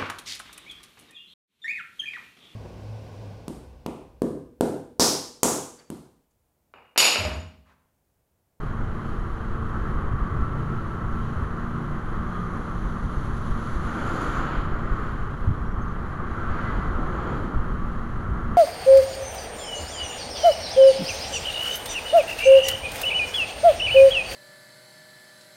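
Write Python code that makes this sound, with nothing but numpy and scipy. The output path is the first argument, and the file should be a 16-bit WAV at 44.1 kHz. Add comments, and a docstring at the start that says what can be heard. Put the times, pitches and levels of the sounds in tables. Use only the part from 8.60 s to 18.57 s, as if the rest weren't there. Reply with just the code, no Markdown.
"""A single-cylinder motorcycle cruises on a wet road, heard from a cased camera on the rider.
The exhaust thrums at multiples of the firing rate. Wind buffets the case and rushes through its
resonances. The tyres hiss as they peel water off the road and sizzle in puddles.
A lorry and three cars pass the other way with tyre roar, wake rumble and spray."""
import sys
import numpy as np
from scipy.fft import rfft, irfft, next_fast_len
from scipy.io import wavfile
from scipy.ndimage import map_coordinates

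SR = 44100
rng = np.random.default_rng(int(sys.argv[2]) if len(sys.argv) > 2 else 0)


def bounce(signal):
    """Save signal as a 16-bit WAV file at the path given by the first command-line argument."""
    frames = np.transpose(np.atleast_2d(signal))
    limited = np.clip(frames, -1, 1)
    pcm = np.round(limited * 32767).astype(np.int16)
    wavfile.write(sys.argv[1], SR, pcm)


N = 439677
TIME_S = np.arange(N) / SR

# engine speed: time_s, firing_hz
FIRING_RATE = [(0, 28.3), (.7, 28.25), (1.5, 27.75), (3.2, 29.1), (3.9, 28.7), (5.7, 28.25), (6.6, 29.2),
               (8, 28.9), (8.8, 29.1), (10, 28.7)]
# throttle, as the booming order's level: time_s, relative_db
THROTTLE_LEVEL = [(0, -40.5), (.6, -42), (2, -39), (2.6, -38.5), (3.2, -39), (3.9, -43.5), (4.7, -39),
                  (6, -43), (7.6, -45), (9.97, -39)]
# weaker exhaust orders: firing_multiple, level_db
THRUM_ORDERS = [(2, -51), (3, -41), (4, -41), (5, -40.5), (6, -47.5), (7, -49), (10, -54), (11, -56),
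                (12, -55.5), (15, -60)]
# exhaust rasp, pulling at low speed: firing_multiple, level_db
RASP_ORDERS = [(12, -55), (13, -52), (14, -53.5), (15, -54.5), (16, -50)]
# running gear drone: time_s, pitch_hz, level_db
GEAR_DRONE = [(0, 172.4, -42), (1, 173, -45.5), (2.6, 173.2, -40), (3.8, 177.2, -35), (4.7, 181.1, -42),
              (6.5, 183.3, -47), (9.97, 181.2, -41.5)]

# turbulence: time_s, relative_db
BUFFET_LEVEL = [(0, -30), (.85, -32), (1.5, -29), (2.1, -32.5), (3.6, -33.5), (4.2, -33), (4.9, -32.5),
                (5.5, -32), (6.2, -34), (6.6, -31), (7.1, -28), (7.55, -35), (8.2, -27), (8.7, -31.5),
                (9.4, -32.5), (9.97, -28.5)]
# turbulent rumble: freq_hz, density_db
BUFFET_SPECTRUM = [(12, -0.5), (25, -1.5), (55, -5), (100, -9.5), (160, -22), (250, -24.5), (500, -46.5),
                   (1200, -95)]
# gusts, deep thuds to higher flaps: time_s, level_db, centre_hz
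GUST_EVENTS = [(.6, -23, 48), (1.3, -29.5, 90), (1.371, -27.5, 65), (1.437, -24.5, 68), (1.527, -22.5, 72),
               (1.622, -20.5, 42), (1.755, -25, 99), (1.812, -21, 50), (2.078, -28, 70), (2.785, -24.5, 90),
               (2.825, -23, 102), (4.28, -25.5, 62), (4.454, -24, 55.6), (4.572, -23, 61.5),
               (4.903, -22, 45.3), (5.162, -25.5, 61.6), (5.245, -27, 54.6), (5.702, -30, 55),
               (5.779, -29, 60), (5.991, -19.5, 40.4), (6.14, -21.5, 46), (6.327, -18, 38.6),
               (6.893, -15, 67), (7.088, -24.5, 52.3), (7.9, -23, 51.7), (8.134, -33, 72),
               (8.288, -25, 48.2), (8.365, -29, 52), (8.98, -16, 35.2), (9.127, -22.5, 40),
               (9.708, -26.5, 62), (9.887, -28, 54)]
# one gust: centre_multiple, density_db
GUST_SPECTRUM = [(.3, -4), (.7, 2), (1, 0), (1.5, -4), (2.5, -18), (4, -29.5), (20, -120)]
# air stream on the case: time_s, relative_db
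AIRFLOW_LEVEL = [(0, -41.5), (.95, -42.5), (1.15, -39.5), (2.55, -41), (2.68, -41.5), (2.82, -39),
                 (3.1, -40.5), (3.6, -40), (3.8, -39.5), (4.4, -41), (6.4, -39.5), (6.8, -42), (8.5, -38),
                 (9.4, -41.5), (9.97, -40)]
# broad air rush: freq_hz, density_db
RUSH_SPECTRUM = [(50, -18), (120, 6), (200, 4.5), (270, -1), (350, 1), (490, -5.5), (640, -8), (900, -8),
                 (1130, -2.5), (1350, -3), (1650, -10), (2000, -15.5), (2450, -30.5), (3500, -39),
                 (6000, -78)]
# case resonances: centre_hz, width_hz, gain_re_rush_db
CASE_MODES = [(438, 130, -26), (1086, 50, -7), (1194, 97, -5.5), (1340, 48, -8.5), (1563, 55, -12)]
# wind whistles: time_s, pitch_hz, level_db, half_length_s, width_hz
WHISTLE_EVENTS = [(1.003, 1340, -48, 0.055, 18), (1.87, 1335, -43, 0.076, 18.6),
                  (1.19, 1300, -46, 0.15, 61), (1.75, 1156, -42.5, 0.5, 67), (2.2, 1340, -41.5, 0.23, 106),
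                  (2.38, 1080, -42, 0.075, 46), (2.536, 1330, -40.5, 0.1, 13), (3, 1330, -46, .05, 60),
                  (3.81, 1240, -40.5, 0.1, 100), (3.772, 3230, -59, .05, 500), (9.227, 1142, -41, .05, 45)]

# oncoming wheels, three lorry axle groups then three cars:
# abreast_s, roar_db, wake_db, spray_db, swish_db, approach_s, retreat_s
PASSES = [(5.49, -35.5, -36.5, -61, -53, .2, 0.21), (5.73, -34, -33.5, -55.5, -50, 0.23, .18),
          (5.95, -34, -38.5, -66, -49.5, 0.25, .14), (6.48, -39.5, -49, -71, -59.5, 0.4, 0.18),
          (8.14, -34, -39.5, -71, -55, 0.29, 0.2), (8.72, -38.5, -34.5, -68, -55.5, 0.25, 0.18)]
# oncoming tyre roar: freq_hz, density_db
ROAR_SPECTRUM = [(300, -26), (600, -10), (900, -10), (1080, -2), (1300, 4.5), (1600, -5), (2000, -14),
                 (2500, -25.5), (3200, -30), (4400, -34), (5500, -45), (9000, -56.5), (14000, -85)]
# vehicle wake: freq_hz, density_db
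WAKE_SPECTRUM = [(50, -14), (100, -5), (170, -8), (250, 6.5), (320, 7.5), (400, -0.5), (520, 1),
                 (620, -5.5), (1050, -5), (2000, -45), (6000, -92)]
# thrown spray: freq_hz, density_db
SPRAY_SPECTRUM = [(1500, -21), (3000, -18), (4500, -0.5), (5300, -8), (6300, -2), (7100, 4.5), (8200, -19),
                  (10400, -11), (11500, -19), (13300, -19), (14500, -17), (15700, -26)]
# close tyre swish: freq_hz, density_db
SWISH_SPECTRUM = [(1200, -20), (1900, 0), (2300, 4), (2650, 0), (3150, 5.5), (3700, -6), (4400, -5.5),
                  (5300, -22), (9000, -45)]
# squeaks and a passing car's whines: time_s, pitch_hz, level_db, half_length_s, glide_hz_per_s
SQUEAK_EVENTS = [(7.07, 5650, -66, 0.011, -2000), (7.12, 5680, -67, .01, -2000),
                 (7.228, 6380, -59, .014, -4000), (7.287, 6280, -62, .009, -2000),
                 (7.315, 6200, -70, .025, -1200), (8.085, 2000, -41, 0.035, -1000),
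                 (8.23, 2000, -46, .08, -400), (8.037, 3010, -54, .03, -700),
                 (8.015, 1555, -39, 0.027, -600)]

# the bike's tyre hiss: freq_hz, density_db
HISS_SPECTRUM = [(1500, -5.5), (2500, 0), (3150, 1.5), (3650, -5), (4000, -3.5), (4400, -6.5), (5100, -13),
                 (6400, -9.5), (7200, -12.5), (8300, -19), (9600, -16), (10500, -12.5), (11300, -20),
                 (12500, -23), (15600, -25)]
# wetter and drier road: time_s, half_length_s, hiss_change_db
ROAD_PATCHES = [(2.8, .15, 0.5), (3.505, 0.12, -0.5), (7.3, 0.71, -1)]
# the lorry's mist: time_s, level_db
MIST_LEVEL = [(0, -90), (2.8, -71), (4.48, -61), (4.62, -58.5), (5.2, -55), (5.66, -52.5), (6.05, -70),
              (6.6, -100)]
# mist droplets: freq_hz, density_db
MIST_SPECTRUM = [(2000, -3), (2600, -5), (3300, 4), (3750, -1), (4500, -3), (5200, -11.5), (6200, -2.5),
                 (6900, -7.5), (8200, -15.5), (9600, -10.5), (10500, -6), (11500, -16), (13000, -27),
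                 (15600, -27)]
# standing water: start_s, end_s, level_db
PUDDLE_SPANS = [(2.497, 3.05, -71), (3.68, 5.349, -68.5), (7.657, 8.6, -70)]
# tyres in standing water: freq_hz, density_db
SIZZLE_SPECTRUM = [(3000, -23), (4100, 4), (5150, -25), (5650, -3), (6650, -1), (7000, -9), (8200, -20),
                   (10400, -6), (11500, -26), (15000, -40)]
# drops on the case: time_s, level_db
DROP_HITS = [(6.521, -50), (8.675, -54)]

SPLASH_SCATTER_DB = 0.7


def exhaust(firing_phase, boom_order=8, firing_scatter_db=1.55, thrum_follow=0.77):
    """Uneven firings drive one booming order; weaker orders waver and partly follow the throttle."""
    throttle_db, = curves(THROTTLE_LEVEL)
    boom = amp(throttle_db + 1.5 + 1.95 * wobble(6))
    boom *= np.sin(boom_order * firing_phase + 0.38 * wobble(12))
    thrum, rasp = np.zeros((2, N))
    for order, db in THRUM_ORDERS:
        gain = amp(db + 2.8 * wobble(4))
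        thrum += gain * np.sin(order * firing_phase + rng.uniform(0, 2 * np.pi) + 0.71 * wobble(14))
    thrum *= amp(thrum_follow * (throttle_db - throttle_db.mean()))
    for order, db in RASP_ORDERS:
        rasp += amp(db + 2.4 * wobble(3.2)) * np.sin(order * firing_phase + 0.5 * wobble(12))
    rasp *= bell(1.5, half_length_s=1.9)
    firing_gain = amp(firing_scatter_db * wobble(FIRING_RATE[0][1]))
    return firing_gain * (boom + thrum + rasp)


def running_gear():
    """The running gear drones on one wavering tone."""
    pitch_hz, level_db = curves(GEAR_DRONE)
    return amp(level_db + 2.1 * wobble(5.7)) * np.sin(phase_of(pitch_hz) + 0.48 * wobble(9))


def buffeting(eddy_lag_s=0.35, eddy_rise_db=1):
    """Eddies thump on the case, harder just after each vehicle; gusts add short bursts."""
    eddies = sum(bell(abreast_s + eddy_lag_s, half_length_s=0.16) for abreast_s, *_ in PASSES)
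    level_db = curves(BUFFET_LEVEL)[0] + eddy_rise_db * eddies
    out = amp(level_db + 2.13 + 1.34 * wobble(18)) * noise(BUFFET_SPECTRUM)
    for time_s, db, centre_hz in GUST_EVENTS:
        window = bell(time_s, half_length_s=0.022)
        lumps = noise([(centre_hz * k, density_db) for k, density_db in GUST_SPECTRUM])
        out += amp(db) * unit(window * lumps) * np.sqrt(np.mean(window ** 2))
    return out


def airflow(firing_phase):
    """Turbulent air rings the hollow case; each firing shakes it a little."""
    def case_response(f):
        return 1 + sum(amp(db) * 1j * f * width_hz / (hz * hz - f * f + 1j * f * width_hz)
                       for hz, width_hz, db in CASE_MODES)

    level_db, = curves(AIRFLOW_LEVEL)
    flutter_db = 0.54 * wobble(18) + 0.43 * np.cos(firing_phase)
    rush = unit(filtered(noise(RUSH_SPECTRUM), case_response))
    return amp(level_db + 6.0 + flutter_db) * rush


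def whistles():
    """The air stream briefly catches narrow resonances."""
    return sum(amp(db) * bell(time_s, half_length_s) * narrow_noise(hz, width_hz)
               for time_s, hz, db, half_length_s, width_hz in WHISTLE_EVENTS)


def traffic(doppler_ahead=1.04, doppler_behind=0.976, roar_lead_s=0.054):
    """Oncoming wheels swell and recede, their roar sinking in pitch; spray and swish carry less far."""
    out = np.zeros(N)
    for abreast_s, roar_db, wake_db, spray_db, swish_db, approach_s, retreat_s in PASSES:
        position = road_position(abreast_s, approach_s, retreat_s)
        distance = np.hypot(1, position)
        behind = 0.5 + 0.5 * position / distance
        tyres = sum(np.sqrt(share) * noise([(hz * ratio, db) for hz, db in ROAR_SPECTRUM])
                    for share, ratio in [(1 - behind, doppler_ahead), (behind, doppler_behind)])
        # tyres beam forward, so the roar peaks early
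        roar_distance = np.hypot(1, road_position(abreast_s - roar_lead_s, approach_s, retreat_s))
        roar = amp(roar_db) * tyres / roar_distance ** 1.97
        wake = amp(wake_db) * noise(WAKE_SPECTRUM) / distance ** 2.02
        spray = amp(spray_db + SPLASH_SCATTER_DB * wobble(55))
        spray *= spatter(SPRAY_SPECTRUM, drops_per_s=900, drop_db=-2)
        spray /= distance ** np.where(TIME_S < abreast_s, 1.8, 3.5)
        swish = amp(swish_db) * noise(SWISH_SPECTRUM) / distance ** 2.5
        out += (roar + wake + spray + swish) * amp(0.78 * wobble(22))
    return out


def slipstream(time_s=8.41, level_db=-34):
    """The second car's slipstream rumbles over the case."""
    return amp(level_db) * bell(time_s, half_length_s=0.082) * noise(WAKE_SPECTRUM)


def squeaks():
    """Brief rough tones sink in pitch."""
    out = np.zeros(N)
    for time_s, hz, db, half_length_s, glide_hz_per_s in SQUEAK_EVENTS:
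        phase = phase_of(hz + glide_hz_per_s * (TIME_S - time_s))
        roughness_rad = 0.57 * wobble(hz / 15)
        out += amp(db) * bell(time_s, half_length_s) * np.sin(phase + roughness_rad)
    return out


def wet_tyres(firing_phase, start_db=-58.5, drying_db_per_s=0.14, tread_hz=3140, tread_re_hiss_db=-10.5):
    """The bike's tyres peel water off a slowly drying road; the tread rings thinly."""
    patch_db = sum(db * bell(time_s, half_length_s) for time_s, half_length_s, db in ROAD_PATCHES)
    level_db = start_db - drying_db_per_s * TIME_S + patch_db
    shiver_db = 0.5 * wobble(6.3) + 0.51 * wobble(14) + 0.55 * np.cos(firing_phase)
    tread = amp(tread_re_hiss_db) * narrow_noise(tread_hz + 59.9 * wobble(3), width_hz=260)
    hiss = spatter(HISS_SPECTRUM, drops_per_s=630, drop_db=-23)
    return amp(level_db + shiver_db) * (hiss + tread)


def mist():
    """Fine spray hisses unevenly from far ahead of the lorry and dies soon after it passes."""
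    level_db, = curves(MIST_LEVEL)
    splash_db = 0.7 * wobble(26) + SPLASH_SCATTER_DB * wobble(55)
    return amp(level_db + splash_db) * spatter(MIST_SPECTRUM, drops_per_s=660, drop_db=-4)


def puddles(edge_s=0.05):
    """The tyres sizzle while in standing water."""
    step = lambda time_s: 0.5 + 0.5 * np.tanh((TIME_S - time_s) / edge_s)
    gain = sum(amp(db) * step(start_s) * (1 - step(end_s)) for start_s, end_s, db in PUDDLE_SPANS)
    return gain * amp(1.2 * wobble(14)) * spatter(SIZZLE_SPECTRUM, drops_per_s=900, drop_db=-4)


def drop_ticks(decay_s=0.00036):
    """Drops hit the case, each a millisecond of bright crackle."""
    envelope = sum(amp(db) * np.exp(-np.abs(TIME_S - time_s) / decay_s) for time_s, db in DROP_HITS)
    return envelope * noise([(1500, -10), (3200, 4), (6000, -10), (14000, -9)])


def road_position(abreast_s, approach_s, retreat_s):
    """Position along the road in units of the closest gap; negative ahead."""
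    return (TIME_S - abreast_s) / np.where(TIME_S < abreast_s, approach_s, retreat_s)


def amp(db):
    """Decibels to gain."""
    return 10 ** (np.asarray(db) / 20)


def unit(x):
    """x at rms 1."""
    return x / np.sqrt(np.mean(x ** 2) + 1e-20)


def curves(rows):
    """Per-sample values of each column after time_s."""
    time_s, *columns = np.transpose(rows)
    return [np.interp(TIME_S, time_s, column) for column in columns]


def bell(centre_s, half_length_s):
    """Gaussian swell, peak 1."""
    return np.exp(-((TIME_S - centre_s) / half_length_s) ** 2)


def wobble(knots_per_s, knots=4096):
    """Smooth random curve."""
    return map_coordinates(rng.standard_normal(knots), [TIME_S * knots_per_s + 2], mode="wrap")


def phase_of(hz):
    """Running phase, rad."""
    return 2 * np.pi * np.cumsum(hz) / SR


def filtered(x, response):
    """x through a frequency response."""
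    size = next_fast_len(N + SR // 2)
    return irfft(rfft(x, size) * response(np.fft.rfftfreq(size, 1 / SR)), size)[:N]


def coloured(x, spectrum):
    """x shaped by (freq_hz, density_db) points on a log axis, rms 1."""
    freq_hz, db = np.transpose(spectrum)
    return unit(filtered(x, lambda hz: amp(np.interp(np.log(hz + 1), np.log(freq_hz), db))))


def noise(spectrum):
    """Coloured noise, rms 1."""
    return coloured(rng.standard_normal(N), spectrum)


def narrow_noise(centre_hz, width_hz):
    """Fuzzy tone, rms 1."""
    phase = phase_of(centre_hz * np.ones(N))
    return unit(wobble(width_hz, 8192) * np.cos(phase) + wobble(width_hz, 8192) * np.sin(phase))


def spatter(spectrum, drops_per_s, drop_db):
    """Water hiss grained with droplet ticks, rms 1."""
    drops = (rng.random(N) < drops_per_s / SR) * rng.uniform(-1.5, 1, N)
    return coloured(rng.standard_normal(N) + amp(drop_db) * unit(drops), spectrum)


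def scene():
    """Mono sum at the camera."""
    firing_phase = phase_of(curves(FIRING_RATE)[0])
    wind = buffeting() + airflow(firing_phase) + whistles()
    water = wet_tyres(firing_phase) + puddles() + mist() + drop_ticks()
    bike = exhaust(firing_phase) + running_gear()
    return (bike + wind + water + traffic() + slipstream() + squeaks())[None]


def record(dry):
    """Short fades at both ends; the camera's treble rolls off up to its band limit."""
    fade_s, rolloff_hz, limit_hz = 0.004, 14900, 15650
    faded = dry[0] * np.clip(np.minimum(TIME_S, TIME_S[::-1]) / fade_s, 0, 1)
    return filtered(faded, lambda hz: (hz < limit_hz) / np.sqrt(1 + (hz / rolloff_hz) ** 40))[None]


dry = scene()
out = record(dry)
bounce(out)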